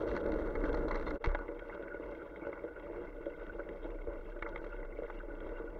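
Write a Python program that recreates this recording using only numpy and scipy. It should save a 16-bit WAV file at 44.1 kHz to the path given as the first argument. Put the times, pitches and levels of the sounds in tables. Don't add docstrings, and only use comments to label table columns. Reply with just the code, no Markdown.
import sys
import numpy as np
from scipy import signal
from scipy.fft import rfft, irfft
from scipy.io import wavfile
from scipy.ndimage import uniform_filter1d

SR = 44100
rng = np.random.default_rng(int(sys.argv[2]) if len(sys.argv) > 2 else 0)


def master_out(mix):
    frames = np.transpose(np.atleast_2d(mix))
    ceiling = np.clip(frames, -1, 1)
    pcm = np.round(ceiling * 32767).astype(np.int16)
    wavfile.write(sys.argv[1], SR, pcm)


N = 255339
TIME = np.arange(N) / SR
FREQS = np.maximum(np.fft.rfftfreq(8192, 1 / SR), 1)
CHANGE_S = 1.19


def undb(db):
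    return 10 ** (np.asarray(db) / 20)


def unit(x):
    return x / np.std(x)


def stretch(s, forest, field):
    return np.where(s < CHANGE_S, forest, field)


def add(out, s, x):
    i = max(int(s * SR), 0)
    out[i:i + len(x)] += x[:N - i]


def colour(points):
    hz, db = np.transpose(points)
    return undb(np.interp(np.log(FREQS), np.log(hz), db))


def resonance(hz, width):
    return 1 / (1 + (2 * (FREQS - hz) / width) ** 2)


# pitch in Hz, width in Hz, level in dB.
CASE_RESONANCES = [(301.4, 42, -4.5), (336.5, 62.6, 0), (400, 63, -6), (442, 78, -5), (470.6, 60, 0.5),
                   (567.6, 51, -0.5), (608, 141, -9), (863, 79, -12), (970, 100, -14.5), (1158, 250, -16.5),
                   (1394, 254, -14.5), (1460, 109, -12.5), (1684, 180, -22), (1982, 240, -19.5),
                   (2149, 240, -19), (2703, 286, -27.5), (3253, 178, -30), (3680, 350, -34.5),
                   (4140, 900, -40), (5440, 400, -49), (5940, 260, -46), (6660, 390, -53.5)]


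def case(force, bass_db=-15, bass_hz=330):
    power = sum((undb(db) * resonance(hz, width)) ** 2 for hz, width, db in CASE_RESONANCES)
    bass = undb(bass_db) / (1 + (FREQS / bass_hz) ** 2)
    return np.sqrt(power + bass ** 2) * colour(force)


def ring(x, gain):
    cepstrum = irfft(np.log(gain + 1e-9))
    half = len(cepstrum) // 2
    cepstrum[1:half] *= 2
    cepstrum[half + 1:] = 0
    response = irfft(np.exp(rfft(cepstrum)))[:half]
    return signal.oaconvolve(x, response)[:len(x)]


def treble(x):
    return signal.sosfilt(signal.butter(6, 2500, "high", fs=SR, output="sos"), x)


def strength(x):
    return np.sqrt(2 * uniform_filter1d(x ** 2, SR // 250).max())


def hit(push, gain, db):
    x = ring(push, gain)
    return undb(db) * x / strength(x)


def walk(rate):
    k = int(SR / rate)
    steps = np.repeat(rng.standard_normal(N // k + 2), k)
    return unit(uniform_filter1d(steps, k)[rng.integers(k):][:N])


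def grains(rate, spread_db):
    out = np.zeros(N)
    draws = rng.random((N // 10, 4))
    when, size, side, _ = draws[draws[:, -1] < 10 * rate / SR].T
    out[(when * N).astype(int)] = np.sign(side - .5) * undb(-spread_db * np.log(size + .02))
    return out


def chatter(length, rate, rebound):
    t = TIME[:SR // 3]
    gaps = rng.uniform(.3, 1.7, 400) * SR / rate
    when = np.cumsum(gaps).astype(int)
    when = when[when < len(t)]
    side = rng.choice([-1, 1], 400)[:len(when)]
    push = np.zeros(len(t))
    push[when] = rebound * side * np.exp(-t[when] / max(length, 1e-3))
    push[0] = 1
    return push


def strays(per_s, forest_db, field_db, spread_db):
    when, size, chance = rng.random((300, 3)).T
    s = when * (N - 1) / SR
    db = stretch(s, forest_db, field_db) + spread_db * (2 * size - 1)
    return np.column_stack([s, db])[chance < per_s * N / SR / len(s)]


CRANK_PER_S, PUSH_S = 1.18, 1.61


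def pedalling(lag):
    return np.cos(2 * np.pi * 2 * CRANK_PER_S * (TIME - PUSH_S - lag))


# pitch in Hz, force in dB.
FOREST_TREAD = [(40, 1), (100, -3), (220, 11), (330, 2.5), (700, 3), (1100, -2.5), (1500, -1.5),
                (2100, -7.5), (3000, -28), (7000, -36.5)]
FIELD_TREAD = [(40, -10), (100, 3.5), (135, -3), (190, 7.5), (250, 1.5), (330, 1), (700, 1), (1100, -2.5),
               (1500, -13), (2100, -5), (3000, -22.5), (4200, -38), (7000, -31.5)]


def tyres(force, db, lumpy_db):
    push = grains(rate=2300, spread_db=2.5) * undb(lumpy_db * walk(rate=99))
    return undb(db) * unit(ring(push, case(force)))


def buffet(db):
    spectrum = colour([(10, -9.0), (40, 0.5), (52, 3.0), (66, -4), (80, -17.0), (100, -10.5),
                       (130, -23.5), (200, -22.0), (600, -70.0)])
    return undb(db) * unit(ring(rng.standard_normal(N), spectrum))


MOUNT_HZ, MOUNT_T60 = 31.5, .56


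def shake(db, width, slack):
    swing = signal.hilbert(unit(ring(rng.standard_normal(N), resonance(MOUNT_HZ, width))))
    return undb(db) * swing.real / np.sqrt(np.abs(swing) ** 2 / 2 + abs(slack))


# time of the first swing in seconds, level of the main swing in dB.
JOLTS = [(0.573, -34), (0.794, -38.5), (1.277, -25), (4.082, -43)]


def jolts(overtone_db, overtone_t60, thud_db, rise):
    out, t = np.zeros(N), TIME[:SR] - rise
    turn, age = 2 * np.pi * MOUNT_HZ * t, np.maximum(t, 0)
    swing = np.cos(turn) * undb(-60 * age / MOUNT_T60)
    swing += np.cos(2 * turn) * undb(overtone_db - 60 * age / overtone_t60)
    swing += np.cos(2 * np.pi * 115 * t) * undb(thud_db - 60 * age / 0.017)
    for s, db in JOLTS:
        add(out, s - rise, -undb(db) * swing * np.minimum(1 + t / rise, 1))
    return out


# start in seconds, peak in dB before the trim, fading time of the clatter in seconds.
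KNOCKS = [(0.037, -19.5, 0.0092), (0.217, -23, 0.017), (0.361, -21, 0.017), (0.561, -21, 0.0038),
          (0.718, -25.5, 0.022), (1.207, -28, 0.025), (1.268, -27, 0.02), (1.489, -23.5, 0.029),
          (1.621, -27.5, 0.037), (1.691, -29.5, 0.02), (1.795, -25.5, 0.018), (1.945, -25, 0.015),
          (1.998, -26.5, 0.014), (2.091, -28, 0.02), (2.422, -34.5, 0.015), (2.469, -23.5, 0.036),
          (2.534, -39, 0.0099), (2.64, -24.5, 0.0071), (2.667, -30, 0.017), (2.83, -34.5, 0.02),
          (2.9, -26, 0.0066), (2.98, -26.5, 0.032), (3.185, -31, 0.01), (3.266, -21, 0.022),
          (3.411, -33, 0.026), (3.594, -24, 0.0078), (3.854, -24, 0.021), (3.899, -31, 0.0069),
          (3.955, -32, 0.0054), (4.072, -22.5, 0.028), (4.363, -30, 0.015), (4.445, -28, 0.0097),
          (4.485, -28, 0.011), (4.663, -30, 0.015), (4.744, -29.5, 0.0071), (4.988, -21.5, 0.011),
          (5.022, -23, 0.018), (5.236, -31, 0.0055), (5.465, -25.5, 0.035), (5.538, -30.5, 0.0086),
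          (5.6, -26, 0.022), (5.642, -27, 0.011)]
# pitch in Hz, force in dB.
KNOCK_FORCE = [(60, -12), (250, -2.5), (500, 2.5), (900, -4), (1500, -18), (3000, -17.5), (7000, -30.5)]
# pitch in Hz, level in dB before the shared and random changes.
KNOCK_RING = [(335, -3.5), (475, -2.5), (570, -0.5)]


def knocks(trim_db, small_length, ring_db, ring_width):
    out, gain = np.zeros(N), case(KNOCK_FORCE)
    bumps = strays(per_s=3, forest_db=-30, field_db=-38, spread_db=2)
    small = [(s, db, small_length) for s, db in bumps]
    for s, db, length in KNOCKS + small:
        push = chatter(length, rate=450, rebound=0.44)
        ringing = 0
        for hz, mode_db in KNOCK_RING:
            level_db = mode_db + ring_db + 3.9 * rng.standard_normal()
            ringing = ringing + undb(level_db) * resonance(hz, ring_width)
        add(out, s, hit(push, gain * (1 + ringing), db + trim_db))
    return out


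# start in seconds, peak in dB before the trim, fading time of the chatter in seconds,
# level of the bright ring in dB before its own trim.
CLACKS = [(0.152, -38, 0.004, -46), (0.166, -24, 0.0011, -39), (0.554, -31.5, 0.0063, -37),
          (0.639, -32, 0.0033, -33), (0.743, -23.5, 0.0057, -46), (0.882, -30.5, 0.007, -43),
          (0.909, -23.5, 0.011, -32.5), (1.066, -32.5, 0.0098, -40.5), (1.082, -28, 0.004, -50),
          (0.954, -28, 0.013, -37), (1.109, -28, 0.0036, -37), (1.241, -22.5, 0.012, -42),
          (1.2595, -26, 0.0015, -37), (1.29, -32, 0.042, -50), (1.3485, -19, 0.004, -38),
          (1.39, -31.5, 0.007, -68), (1.4806, -47, 0.0094, -41), (1.695, -34.5, 0.01, -43),
          (2.36, -65, 0.00088, -38.5), (2.469, -31, 0.0021, -50), (2.529, -38, 0.0024, -35.5),
          (2.5765, -35, 0.0027, -48), (4.4245, -26.5, 0.0035, -28), (4.463, -30, 0.0061, -36),
          (4.5595, -38, 0.0031, -33.5), (4.642, -41, 0.0027, -40.5), (4.729, -40, 0.0064, -59),
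          (4.8295, -40, 0.004, -43.5), (5.1, -31, 0.0024, -52)]
# start in seconds, peak in dB.
SNAPS = [(1.2601, -28.5), (1.271, -37)]
# pitch in Hz, force in dB.
CLACK_FORCE = [(100, -3.5), (450, -16), (800, 8.5), (1150, 9.5), (1480, 2.5), (2100, 1), (3000, -23.5),
               (4300, -29.5), (7000, -3.5)]
SNAP_FORCE = [(200, -3.5), (900, -7), (2200, 7), (3300, 0), (5000, 9), (7000, 5), (12000, 12), (14000, -9)]
BRIGHT_HZ = 2140


def clacks(trim_db, ring_db, ring_width, small_length, small_ring_db):
    out, gain = np.zeros(N), case(CLACK_FORCE)
    bright = gain * resonance(BRIGHT_HZ, ring_width)
    taps = strays(per_s=7, forest_db=-39, field_db=-47, spread_db=3.5)
    small = [(s, db, small_length, db + small_ring_db) for s, db in taps]
    for s, db, length, bright_db in CLACKS + small:
        push = chatter(length, rate=3100, rebound=0.82)
        add(out, s, hit(push, gain, db + trim_db) + hit(push, bright, bright_db + ring_db))
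    for s, db in SNAPS:
        add(out, s, hit(chatter(0.0009, rate=580, rebound=0.44), case(SNAP_FORCE), db))
    return out


# start in seconds, peak in dB before the trim, fading time of the chatter in seconds.
STONES = [(0.077, -40.5, 0.0017), (0.1148, -37.5, 0.0025), (0.1507, -36.5, .006), (0.175, -35.5, 0.0037),
          (0.2618, -38.5, .003), (0.2933, -47, 0.0025), (0.34, -42, .002), (0.387, -43, 0.0017),
          (0.3965, -42, 0.0028), (0.4176, -45.5, 0.0034), (0.4743, -41, 0.0025), (0.5535, -42, 0.003),
          (0.6409, -37, 0.0021), (0.7724, -39.5, 0.0068), (0.9455, -34.5, 0.0042), (0.9971, -38.5, .003),
          (1.012, -42, 0.0025), (1.027, -41, 0.0051), (1.316, -45, .004), (1.3895, -43.5, .003)]
# pitch in Hz, force in dB.
STONE_FORCE = [(200, -17.5), (600, -11.5), (1000, 1.5), (1450, 0.5), (1750, 7.5), (2150, -2.5), (2800, -5),
               (3400, -3.5), (4300, 5), (6000, 2.5), (7500, 0)]


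def stones(trim_db, rebound):
    out, gain = np.zeros(N), case(STONE_FORCE)
    for s, db, length in STONES:
        add(out, s, hit(chatter(length, rate=2400, rebound=rebound), gain, db + trim_db))
    return out


# time in seconds, peak of the body in dB and peak of the top sizzle in dB, each before its trim.
SPLATS = [(0.163, -41, -47), (0.319, -45.5, -52), (0.7287, -44, -53), (0.7449, -45, -46.5),
          (0.8834, -42.5, -49.5), (0.9108, -43, -47.5), (0.9557, -44, -45.5), (1.1056, -49.5, -50),
          (1.2425, -34, -43), (1.251, -46, -55), (1.287, -45, -61), (1.3482, -35.5, -53.5),
          (1.593, -45, -78), (1.8255, -51, -72), (2.037, -49, -76), (2.149, -50, -74), (2.797, -52.5, -73),
          (3.212, -53.5, -76), (3.257, -49, -80), (3.4648, -52.5, -74), (3.689, -45, -78),
          (3.904, -54, -76), (4.391, -52, -81), (4.4236, -40, -58), (4.49, -46, -58.5), (4.559, -39.5, -71),
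          (4.576, -51, -74), (4.627, -59, -70), (4.643, -51, -62), (4.666, -56, -72), (5.034, -49.5, -74),
          (5.101, -51, -74), (5.189, -52, -77), (5.404, -51, -78), (5.491, -50, -78)]
# pitch in Hz, force in dB.
SPLAT_FORCE = [(200, -13.5), (600, -15.5), (1100, -12.5), (2100, -2), (2700, -4), (3500, 1.5),
               (4100, -10.5), (5000, -14.5)]
SIZZLE_FORCE = [(200, -62), (3200, -19.5), (4100, 3), (5300, -1), (6700, -3), (7600, -13), (12000, -8)]


def splats(trim_db, sizzle_db, length, sand_db, mud_db):
    out, body, top = np.zeros(N), case(SPLAT_FORCE), case(SIZZLE_FORCE)
    age = TIME[:SR // 10] / length
    forest_bits = strays(per_s=6, forest_db=-56, field_db=-54, spread_db=2)
    sandy = [(s, db, db + sand_db) for s, db in forest_bits if s < CHANGE_S]
    field_bits = strays(per_s=5, forest_db=-54, field_db=-59, spread_db=3)
    muddy = [(s, db, db + mud_db) for s, db in field_bits if s > CHANGE_S]
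    for s, db, top_db in SPLATS + sandy + muddy:
        chosen = rng.random(len(age)) < 6000 / SR
        ticks = chosen * rng.standard_normal(len(age)) * age * np.exp(-age)
        add(out, s - length / 2, hit(ticks, body, db + trim_db) + hit(ticks, top, top_db + sizzle_db))
    return out


# start in seconds, level at the start in dB before the trim, seconds to fade by 60 dB.
SPLASHES = [(1.245, -43, .16), (1.41, -48.5, 0.56), (1.512, -47, 0.069), (2.533, -41, 0.057),
            (2.58, -51, 0.092), (4.47, -45.5, 0.22), (4.564, -49, .13), (4.644, -50, .11),
            (4.99, -56, 0.075), (5.098, -40, 0.076), (5.58, -49, 0.45)]
# pitch in Hz, force in dB.
DEBRIS_FORCE = [(200, -15.5), (600, -0.5), (1000, 10), (1500, 1), (2100, -3.5), (2800, -10), (4200, -10),
                (6000, -2.5), (8000, -1.5)]


def splashes(trim_db, rate, spread_db, rise):
    age = TIME[:SR // 2]
    shower = np.zeros(N)
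    for s, db, t60 in SPLASHES:
        add(shower, s, np.minimum(age / rise, 1) * undb(db + trim_db - 60 * age / t60))
    return shower * unit(ring(grains(rate, spread_db), case(DEBRIS_FORCE)))


# time of the middle in seconds, peak in dB before the trim, length in seconds, pitch in Hz.
SCRAPES = [(0.611, -48, 0.019, 1530), (0.656, -40, 0.044, 1560), (0.698, -40.5, 0.027, 1544),
           (1.732, -42, 0.02, 1495), (1.778, -45.5, .027, 1440), (1.879, -46, .016, 1510),
           (1.92, -39, 0.037, 1466), (1.945, -43, 0.023, 1480), (1.95, -50, .012, 2150),
           (1.971, -41.5, 0.027, 1470), (2.153, -48.5, .028, 1490), (2.222, -43, 0.031, 1420),
           (2.422, -50.5, .012, 2200), (2.442, -50.5, 0.021, 2200), (2.562, -47, 0.0098, 1460),
           (2.594, -50, .008, 2200), (2.68, -45.5, 0.044, 1465), (2.772, -43.5, 0.036, 1467),
           (3.077, -50, 0.016, 2110), (3.345, -51, .012, 2120), (3.414, -46.5, 0.028, 1456),
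           (3.502, -38.5, 0.014, 1476), (3.603, -38, 0.017, 1473), (4.019, -51.5, .012, 2130),
           (4.329, -46.5, 0.02, 1480), (4.369, -46, .019, 1476), (4.457, -39.5, 0.034, 1474),
           (4.53, -46, 0.022, 1460), (4.728, -59, .03, 2690), (4.733, -42, 0.022, 1414),
           (4.93, -48.5, .012, 2070), (4.973, -49.5, .012, 2220), (5.185, -56, .03, 2780),
           (5.209, -41.5, .016, 1480), (5.308, -43, .018, 1465), (5.419, -48.5, 0.037, 1480),
           (5.575, -57, .02, 2740), (5.59, -45, 0.021, 1420), (5.681, -43.5, 0.019, 1456)]


def scrapes(trim_db, width, rub_db, rub_hz, drift, waver_db):
    out, t = np.zeros(N), TIME[:SR // 8]
    for s, db, length, hz in SCRAPES:
        slips = np.sin(np.pi * np.minimum(t / length, 1)) * rng.standard_normal(len(t))
        add(out, s - length / 2 - 1 / width / 2, hit(slips, resonance(hz, width), db + trim_db))
    swell = ring(grains(rate=900, spread_db=2), resonance(0, width))
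    turn = 2 * np.pi * np.cumsum(rub_hz * (1 + drift * walk(rate=25))) / SR
    rub = unit(swell * np.sin(turn))
    return out + (TIME > CHANGE_S) * undb(rub_db + waver_db * walk(rate=14)) * rub


# pitch in Hz, peak in dB.
TWO_TONE = [(3625, -61), (4165, -60.5)]
TWO_TONE_S, TWO_TONE_LENGTH = 1.058, .04


def two_tone(waver):
    swell = np.sin(np.pi * np.clip((TIME - TWO_TONE_S) / TWO_TONE_LENGTH, 0, 1))
    tones = np.zeros(N)
    for hz, db in TWO_TONE:
        turn = 2 * np.pi * np.cumsum(hz * (1 + waver * walk(rate=400))) / SR
        tones += undb(db) * np.sin(turn)
    return swell * tones


# pitch in Hz, force in dB.
FOREST_SPRAY = [(200, -17.5), (600, -16), (1100, 2.5), (2100, -13.5), (2700, -1), (3300, 0), (4200, -0.5),
                (6000, 0.5), (9000, -6.5)]
FIELD_SPRAY = [(200, -26.5), (600, -5.5), (1100, -5.5), (1480, -6.5), (2100, -6), (2750, -3), (3600, -5.5),
               (4200, -13.5), (5000, -8), (5800, -11.5), (9000, -15.5)]


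def spray(force, db, rate, spread_db, patchy_db, flicker_db):
    x, gain = 0, case(force)
    patch = undb(patchy_db * walk(rate=60))
    edges = [0, 1750, 2450, 3000, 4000, SR]
    for low, high in zip(edges, edges[1:]):
        inside = (FREQS > low) & (FREQS <= high)
        band = uniform_filter1d(inside + 1e-3, size=40)
        drops = grains(rate, spread_db) * patch * undb(flicker_db * walk(rate=50))
        x = x + ring(drops, gain * band)
    return undb(db) * x / np.std(treble(x))


SQUELCH_LOW_HZ, SQUELCH_HIGH_HZ = 888, 3820


def squelches(db, per_s, length, spread_db, rough):
    out, t = np.zeros(N), TIME[:SR // 25]
    draws = rng.random((1500, 5))
    froth = rng.standard_normal((len(draws), len(t)))
    for (when, pitch, size, span, chance), noise in zip(draws, froth):
        if chance < per_s * N / SR / len(draws):
            hz = SQUELCH_LOW_HZ * (SQUELCH_HIGH_HZ / SQUELCH_LOW_HZ) ** pitch
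            age = t / (length * (.5 + span))
            turn = 2 * np.pi * np.cumsum(hz * (1 + rough * noise)) / SR
            add(out, when * N / SR, undb(spread_db * size) * age * np.exp(-age) * np.sin(turn))
    heard = ring(out, case(FIELD_SPRAY))
    return undb(db) * heard / np.std(treble(heard))


# pitch in Hz, force in dB.
SAND_FORCE = [(200, -43), (1500, -15), (2200, -11.5), (2700, -3), (3400, -2.5), (4200, -1.5), (6000, 0),
              (9000, -9)]


def grit(db, patchy_db):
    push = grains(rate=600, spread_db=3.5) * undb(patchy_db * walk(rate=110))
    return undb(db) * unit(ring(push, case(SAND_FORCE)))


def swish(db):
    spectrum = colour([(2000, -41), (3500, -8.5), (4200, -1.0), (4800, 1.5), (5500, 3.5),
                       (6300, -6), (7500, -14.5), (10000, -38.0)])
    return undb(db) * unit(ring(rng.standard_normal(N), spectrum))


# pitch in Hz, level in dB.
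HISS_COLOUR = [(100, 3.7), (4000, 4.5), (7500, 1.2), (11500, 0.54), (15500, 2.6)]


def hiss(forest_db, field_db):
    return undb(stretch(TIME, forest_db, field_db)) * unit(ring(rng.standard_normal(N), colour(HISS_COLOUR)))


# time in seconds, mount shake in dB, tyre rumble in dB.
FOREST_RIDE = [(0.0, -58.5, -39), (0.635, -40, -40.5), (1.11, -44, -39.5), (1.15, -53, -40)]
# time in seconds, mount shake in dB.
FIELD_SHAKE = [(1.5, -51), (2.4, -62.5), (2.9, -55), (3.4, -53), (4.2, -46), (5.0, -46), (5.79, -49)]
FIELD_RUMBLE_DB, FOREST_WET_DB, FIELD_WET_DB = -49, -71, -79.5
PUSH_RUMBLE_DB, PUSH_SPRAY_DB, SPRAY_LAG_S = 1, 2.5, 0.093
SURGE_DB = 1.5


def scene():
    s, shake_db, rumble_db = np.transpose(FOREST_RIDE)
    wobble_db = stretch(TIME, np.interp(TIME, s, shake_db), np.interp(TIME, *np.transpose(FIELD_SHAKE)))
    wobble = undb(wobble_db + 1.8 * walk(rate=6))

    field_rumble_db = FIELD_RUMBLE_DB + PUSH_RUMBLE_DB * pedalling(0)
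    ride_rumble_db = stretch(TIME, np.interp(TIME, s, rumble_db), field_rumble_db)
    rumble = undb(ride_rumble_db + SURGE_DB * walk(rate=14))
    late_push = pedalling(SPRAY_LAG_S)
    wet_db = stretch(TIME, FOREST_WET_DB, FIELD_WET_DB + PUSH_SPRAY_DB * late_push)
    wet = undb(wet_db + 1.0 * walk(rate=6.7))

    forest = rumble * (tyres(FOREST_TREAD, db=1.0, lumpy_db=0.5) + buffet(db=-5.5))
    forest += wet * spray(FOREST_SPRAY, db=0, rate=900, spread_db=4.5, patchy_db=5.5, flicker_db=0.5)
    forest += grit(db=-74, patchy_db=6.5)

    field = rumble * (tyres(FIELD_TREAD, db=0.5, lumpy_db=1.95) + buffet(db=-10.5))
    field += wet * spray(FIELD_SPRAY, db=3.5, rate=750, spread_db=4.5, patchy_db=3.3, flicker_db=4.0)
    field += wet * squelches(db=-0.5, per_s=200, length=.0013, spread_db=12.0, rough=0.49)
    field += swish(db=-95.5) * undb(2.5 * late_push)

    ride = stretch(TIME, forest, field)
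    ride += wobble * shake(db=3.3, width=13, slack=0.38)
    ride += jolts(overtone_db=-10.0, overtone_t60=0.42, thud_db=-8, rise=0.013)
    ride += knocks(trim_db=-9.0, small_length=0.0077, ring_db=-2.5, ring_width=30)
    ride += clacks(trim_db=-9.0, ring_db=-6.0, ring_width=600, small_length=0.0033, small_ring_db=-11.5)
    ride += stones(trim_db=-0.5, rebound=0.7)
    ride += splats(trim_db=1.5, sizzle_db=-4.5, length=0.00189, sand_db=-9.5, mud_db=-31.5)
    ride += splashes(trim_db=-1.5, rate=1300, spread_db=4.0, rise=0.0015)
    ride += scrapes(trim_db=-2.5, width=110.1, rub_db=-63.5, rub_hz=1472, drift=0.00802, waver_db=3.5)
    ride += two_tone(waver=0.0049)
    ride += hiss(forest_db=-80.5, field_db=-84.5)

    fade = np.clip((np.abs(TIME - CHANGE_S) - .004) / 0.027, .03, 1)
    return (fade * ride)[None]


TOP_HZ = 15700


def record(dry):
    return signal.sosfilt(signal.ellip(10, .2, 70, TOP_HZ, fs=SR, output="sos"), dry)


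dry = scene()
out = record(dry)
master_out(out)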